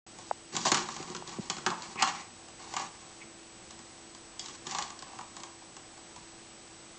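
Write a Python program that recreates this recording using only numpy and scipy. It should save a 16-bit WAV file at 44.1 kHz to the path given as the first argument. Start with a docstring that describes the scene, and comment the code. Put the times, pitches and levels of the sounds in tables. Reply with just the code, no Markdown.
"""Kitten and ball-track toy

A kitten shoves, tips over and crawls under a hollow plastic ring with a ball in its track, on a tiled
kitchen floor. Blows of rim and ball ring the shell; between them the ball rolls and the rim scrapes.
Paws thud, something clinks once, and the small hard room answers. An appliance hums, a thin whine
flutters high above it, and a hand-held camera adds hiss and a few dull knocks of its own."""
import sys
import numpy as np
from scipy import signal
from scipy.fft import rfft, irfft
from scipy.io import wavfile
from scipy.ndimage import uniform_filter1d

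SR = 44100
rng = np.random.default_rng(int(sys.argv[2]) if len(sys.argv) > 2 else 0)


def generate_wav(sig):
    """Save sig (samples, or channels by samples) to the path in sys.argv[1] as 16-bit PCM at SR."""
    pcm = np.round(np.clip(np.atleast_2d(sig).T, -1, 1) * 32767).astype(np.int16)
    wavfile.write(sys.argv[1], SR, pcm)


N = 308192
HOLLOW_HZ = 1060  # usual centre of the shell's hollow ring
TOP_HZ = 8350  # upper edge of the audible treble


def undb(db):
    return 10 ** (np.asarray(db) / 20)


def unit(x):
    return x / np.sqrt(np.mean(x ** 2))


def band(x, lo_hz, hi_hz, order=3):
    sos = signal.butter(order, [lo_hz, min(hi_hz, .45 * SR)], "band", fs=SR, output="sos")
    return signal.sosfilt(sos, x)


def fade(t, t60):
    return np.exp(-np.log(1000) * t / t60)


def walk(rate_hz):
    """A smooth random drift at unit rms: held steps, slewed twice."""
    hold = int(SR / rate_hz)
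    steps = np.repeat(rng.standard_normal(N // hold + 1), hold)
    return unit(uniform_filter1d(uniform_filter1d(steps, hold), hold)[:N])


def add(track, at_s, sound):
    i = int(at_s * SR)
    track[i:i + len(sound)] += sound[:N - i]


def hiss(level_db=-52.5):
    """The camera's even bed of noise, darker towards the top."""
    # The colour of the hiss. Each row: frequency in Hz, relative density in dB.
    spectrum = [(20, -18), (70, -14.5), (115, -11), (150, -15), (210, -11.5), (400, -14.5), (650, -15.5),
                (1000, -16.5), (1500, -19.5), (4000, -21), (8000, -17.5)]
    hz, db = np.transpose(spectrum)
    colour_db = np.interp(np.log(np.fft.rfftfreq(N, 1 / SR) + 1), np.log(hz), db)
    noise = irfft(rfft(rng.standard_normal(N)) * undb(colour_db), N)
    return unit(band(noise, 5.3, 6740)) * undb(level_db + 0.31 * walk(5))


def appliance_hum():
    """An appliance holds two tones that waver slightly in level and phase."""
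    # The tones of the hum. Each row: frequency in Hz, centre rms level in dB.
    tones = [(333.8, -62), (764.4, -68.5)]
    t = np.arange(N) / SR
    return np.sqrt(2) * sum(undb(db + 1.6 * walk(8)) * np.sin(2 * np.pi * hz * t + .5 * walk(10))
                            for hz, db in tones)


def thin_whine(flutter_hz=29.97, lift_db=2.5):
    """A thin whine at 7874 Hz with a fainter tone just above it, both fluttering 30 times a second."""
    # The whine, then the fainter tone. Each row: frequency in Hz, rms level in dB before the lift.
    tones = [(7874, -59.5), (8126, -62)]
    t = np.arange(N) / SR
    flutter = np.tanh(10 * np.sin(np.pi * flutter_hz * t))  # dips briefly each time its sign flips
    pair = sum(undb(db) * np.sin(2 * np.pi * hz * t) for hz, db in tones)
    return np.sqrt(2) * undb(lift_db) * flutter * pair


def shell_ring(hollow_hz, modes_db, crack_db, crack_t60, place_db=2):
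    """One contact rings the shell in four registers; where it lands decides which modes speak."""
    # Bands of crowded modes: thud, hollow ring, clack, tick.
    # Each row: low edge in Hz, high edge in Hz, t60 in seconds.
    registers = [(104, 465, 0.15), (701, 1303, 0.13), (1505, 3270, .065), (3060, 8300, 0.048)]
    # Modes that stand out of the crowd. Each row: pitch in Hz, relative level in dB, t60 in seconds.
    shell_modes = [(144.5, -1.5, 0.16), (173.7, -6, 0.43), (225.4, -2.5, 0.38), (362.7, 7, 0.1),
                   (576, 1.5, 0.076), (776.5, 8, 0.04), (849, -9.5, 0.098), (981.3, 0.5, 0.13),
                   (1083.6, 1.5, 0.14), (1177, 2, 0.083), (1263, -17, 0.13), (1457, -6, 0.067),
                   (1505, -2, 0.081), (1602, -1.5, 0.054), (1712, -0.5, 0.097), (1901, 2.5, 0.061),
                   (2156, -2.5, 0.11), (2450, -9, 0.066), (2710, -11.5, 0.039), (2794, 0, 0.063),
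                   (3033, -5.5, 0.12), (3320, -11, 0.24), (4220, -11.5, 0.18), (4810, -21, 0.06),
                   (5180, -16.5, 0.06), (6820, 0, 0.05), (7200, 8.5, 0.016)]
    t = np.arange(SR // 4) / SR
    modes, rings = 0, []
    for hz, db, t60 in shell_modes:
        detune, weight = rng.standard_normal(2)
        cycles = hz * (1 + 0.0063 * detune) * t + rng.random()
        modes = modes + undb(db + place_db * weight) * fade(t, t60) * np.sin(2 * np.pi * cycles)
    for (lo, hi, t60), shift in zip(registers, [1, hollow_hz / HOLLOW_HZ, 1, 1]):
        envelope = fade(t, t60) + undb(crack_db) * fade(t, crack_t60)
        crowd = unit(band(rng.standard_normal(len(t)), lo * shift, hi * shift)) * envelope
        ring = band(crowd + undb(modes_db) * modes, lo * shift, hi * shift)
        rings.append(ring / np.sqrt(np.sum(ring ** 2) / (SR // 100)))  # energy of 10 ms at unit level
    return np.array(rings)


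def kitchen(x, wet_db=-6, low_t60=0.52, high_t60=0.37, build_s=0.007):
    """Hard floor and cupboards add a short diffuse tail, different for every spot that sounds."""
    t = np.arange(SR // 2) / SR
    low = band(rng.standard_normal(len(t)), 160, 2500) * fade(t, low_t60)
    high = band(rng.standard_normal(len(t)), 2500, 12000) * fade(t, high_t60)
    tail = (low + undb(-0.5) * high) * (1 - np.exp(-(t / build_s) ** 2))
    response = undb(wet_db) * tail * np.sqrt(2 * TOP_HZ / SR / np.sum(tail ** 2))
    response[0] += 1  # the direct sound
    return signal.fftconvolve(x, response[None], axes=1)


def voicing(at, strength_db, hardness_db, usual_db=-45):
    """The four registers in dB: hard contacts tick, soft ones ring hollow, strong ones clack."""
    thud_growth, clack_growth, clack_per_hardness = 0.74, 1.11, .03  # dB per dB
    # Until it flips, the toy stands on its base under the kitten's weight and thuds more.
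    flip_s, upright_db = 1.9, 4.5
    force_db = strength_db - usual_db
    thud = usual_db + thud_growth * force_db + upright_db * (at < flip_s)
    clack = usual_db + clack_growth * force_db + clack_per_hardness * hardness_db
    return np.array([thud, strength_db - hardness_db / 2, clack, strength_db + hardness_db / 2])


def shove_gains(attack_s=0.021, sag_db_per_s=11, release_t60=0.18):
    """Each register's gain over time: shoves build up, slacken and die away, and their powers add."""
    # Shoves that set the ball rolling and the rim scraping.
    # Each row: start in seconds, length in seconds, strength in dB, hardness in dB.
    shoves = [(0.167, 0.16, -58.5, 6), (0.516, 0.071, -41, 4.5), (0.602, 0.034, -47.5, 9),
              (0.644, 0.038, -37, 16), (0.72, 0.11, -39, 0.5), (0.842, 0.12, -46, 3),
              (0.976, 0.14, -48, -4), (1.25, 0.12, -47.5, -3.5), (1.39, 0.26, -51, 0),
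              (1.763, 0.16, -49, -1.5), (1.982, 0.057, -36, -7.5), (2.041, 0.051, -40, -6),
              (2.133, 0.078, -47.5, 1), (2.583, 0.27, -49, -2.5), (2.754, 0.097, -43.5, -4.5),
              (2.908, 0.34, -57, -3), (4.397, 0.15, -50.5, 1.5), (4.65, 0.21, -43, -1),
              (5.044, 0.14, -55.5, -9), (5.378, 0.14, -60, -14)]
    # The balance of a shove: offsets in dB for thud, hollow ring, clack and tick.
    share_db = [-12, -3.5, -6.5, -1]
    t, power = np.arange(SR) / SR, np.zeros((4, N))
    for start, length, strength_db, hardness_db in shoves:
        release = fade(np.maximum(t - length, 0), release_t60)
        envelope = np.minimum(t / attack_s, 1) * undb(-sag_db_per_s * t) * release
        gains = undb(voicing(start, strength_db, hardness_db) + share_db)
        for track, gain in zip(power, gains):
            add(track, start, (gain * envelope) ** 2)
    return np.sqrt(power)


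def roll_and_scrape(contacts_per_s=1700, spread_db=3.0, judder_db=2.5, places=4):
    """Ball and rim feed a stream of tiny uneven contacts into several places on the shell."""
    rattle, judder = 0, judder_db * walk(70)
    for _ in range(places):
        contacts = (rng.random(N) < contacts_per_s / places / SR) * rng.choice([-1, 1], N)
        contacts = contacts * undb(spread_db * np.minimum(rng.exponential(size=N), 4) + judder)
        ring = kitchen(shell_ring(HOLLOW_HZ, modes_db=-3.5, crack_db=12.5, crack_t60=0.0095))
        rattle = rattle + signal.oaconvolve(contacts[None], ring, axes=1)[:, :N]
    return sum(unit(register) * gain for register, gain in zip(rattle, shove_gains()))


def blows(heavy_db=-40, rebound_s=.005, rebound_db=-6.5, rebound_hardness_db=-6.5):
    """Rim on tile, ball on track, claws on plastic: a short crack, then the shell rings."""
    # Blows on the toy. 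Each row: start in seconds, strength in dB, hardness in dB (a tilt from
    # hollow ring towards tick), centre of the hollow ring in Hz.
    hits = [(0.186, -49.5, -2.5, 890), (0.552, -41.5, -3, 1100), (0.565, -34.5, 8, 1030),
            (0.652, -33.5, -10, 980), (0.666, -32.5, -5, 870), (0.685, -40.5, 7, 990),
            (0.717, -26, 3.5, 1120), (0.744, -30, 3.5, 1170), (0.771, -35.5, -1, 1180),
            (0.887, -40.5, -7, 1100), (0.964, -43, -2, 1070), (1.027, -48, 0, 1200), (1.101, -53, 10, 1000),
            (1.148, -41.5, -2.5, 1330), (1.164, -48.5, 12, 1200), (1.275, -50, 10, 1080),
            (1.292, -49.5, 1, 1120), (1.499, -34.5, 5.5, 1080), (1.567, -45, 0, 970),
            (1.583, -46, -4, 1240), (1.663, -29, -4, 1216), (1.703, -41, -0.5, 955),
            (1.714, -44, -21.5, 950), (1.821, -49.5, 13, 1150), (1.956, -47, -10.5, 1080),
            (2.023, -25, -1.5, 1163), (2.074, -37, -4, 1090), (2.484, -55.5, 1, 1030),
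            (2.738, -40, -4, 1005), (2.765, -35, -1.5, 1075), (2.798, -43.5, -11, 995),
            (3.707, -51, 3, 1040), (3.79, -54, 1, 1070), (4.148, -53, 3, 1020), (4.394, -46.5, 16.5, 1010),
            (4.459, -50, 13, 1050), (4.483, -52, 8, 1120), (4.668, -45, 11, 1130), (4.711, -47.5, 12, 1020),
            (4.748, -37.5, -4.5, 1030), (4.785, -34.5, -2, 1035), (4.823, -44, 11.5, 960),
            (4.903, -46, -1, 1030), (4.99, -56, 17, 1050), (5.023, -46, -1, 1060), (5.131, -55, -11, 1010),
            (5.188, -45.5, -11, 1110), (5.21, -48, -11, 1080), (5.366, -46, 1.5, 1010),
            (5.401, -54, 6, 940), (5.434, -45.5, 2, 1050), (5.621, -59.5, -14, 1020),
            (5.766, -49.5, 0.5, 1040), (5.975, -56, -6, 955), (6.161, -50.5, -3, 1000)]
    # The balance of a blow: offsets in dB for thud, hollow ring, clack and tick.
    share_db = [-10.5, 0.5, -4.5, 1.5]
    # After a heavy blow of the rim, the ball strikes its track a moment later, softer and duller.
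    rebounds = [(at + rebound_s, db + rebound_db, hardness_db + rebound_hardness_db, hz)
                for at, db, hardness_db, hz in hits if db > heavy_db]
    out = np.zeros(N)
    for at, strength_db, hardness_db, hollow_hz in list(hits) + rebounds:
        ring = shell_ring(hollow_hz, modes_db=-3, crack_db=7, crack_t60=.018)
        gains = undb(voicing(at, strength_db, hardness_db) + share_db)
        add(out, at, gains @ kitchen(ring))
    return out


def camera_knocks(rise_s=0.0001):
    """Fingers on the camera body: dull, dry, quickly damped, with little below their own pitch."""
    # Finger knocks. Each row: start in seconds, pitch in Hz, level in dB before filtering,
    # t60 in seconds.
    knocks = [(0.3115, 800, -11, 0.011), (1.223, 900, -26.5, 0.0077), (1.3857, 333, -23.5, 0.016),
              (1.3925, 200, -21.5, 0.028)]
    out, t = np.zeros(N), np.arange(SR // 10) / SR
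    for at, hz, db, t60 in knocks:
        ring = np.sin(2 * np.pi * hz * t) * fade(t, t60) * (1 - np.exp(-t / rise_s))
        add(out, at, -undb(db) * band(ring, .56 * hz, 3 * hz, order=4))
    return out


def soft_bumps():
    """Paws and the toy's weight on the floor reach only the lowest modes of the shell."""
    # Soft, heavy contacts. Each row: start in seconds, level in dB.
    bumps = [(0.539, -37.5), (0.567, -35), (0.72, -29), (1.0, -39.5), (1.1, -39), (1.15, -39), (1.191, -47),
             (1.581, -44.5), (1.667, -31.5), (1.956, -44), (3.05, -54), (3.239, -51), (3.62, -54),
             (3.79, -52), (4.501, -50.5), (4.667, -44), (5.4, -58), (6.161, -59)]
    out = np.zeros(N)
    for at, db in bumps:
        thud = shell_ring(HOLLOW_HZ, modes_db=3, crack_db=8, crack_t60=0.049)[:1]
        add(out, at, undb(db) * kitchen(thud)[0])
    return out


def rim_skids(slips_per_s=1500):
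    """The rim sticks and slips unevenly on the tile and rasps in one narrow resonance."""
    # Skids across the tile. Each row: start in seconds, end in seconds, dry level at the crest in dB.
    skids = [(1.959, 2.062, -36), (2.084, 2.263, -50), (3.193, 3.248, -51)]
    out = np.zeros(N)
    for start, end, db in skids:
        size = int((end - start) * SR)
        slips = (rng.random(size) < slips_per_s / SR) * rng.random(size)
        rasp = unit(band(slips, 1960, 2610, order=2))
        add(out, start, undb(db) * rasp * np.hanning(size))
    return kitchen(out[None])[0, :N]


def clink(at_s=4.394):
    """Something small and hard is touched once and rings briefly."""
    # Its bright modes. Each row: pitch in Hz, dry peak level in dB, t60 in seconds.
    modes = [(3310, -41, .1), (4690, -42, .11), (5170, -42, .1)]
    out, t = np.zeros(N), np.arange(SR // 3) / SR
    ring = sum(undb(db) * fade(t, t60) * np.sin(2 * np.pi * hz * t) for hz, db, t60 in modes)
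    add(out, at_s, kitchen(ring[None])[0])
    return out


def scene():
    """The toy in the kitchen and the knocks on the camera over a steady bed, in mono."""
    bed = hiss() + appliance_hum() + thin_whine()
    action = roll_and_scrape() + rim_skids() + clink() + camera_knocks() + blows() + soft_bumps()
    return (bed + action)[None]


def record(dry, start_s=.065):
    """The sound cuts in after a moment of silence, rounds off towards 8 kHz and has no top octave."""
    running = np.arange(N) / SR > start_s
    round_off = signal.butter(10, 7950, fs=SR, output="sos")
    top_cut = signal.cheby2(14, 50, TOP_HZ + 1100, fs=SR, output="sos")
    return signal.sosfilt(top_cut, signal.sosfilt(round_off, dry * running))


dry = scene()
out = record(dry)
generate_wav(out)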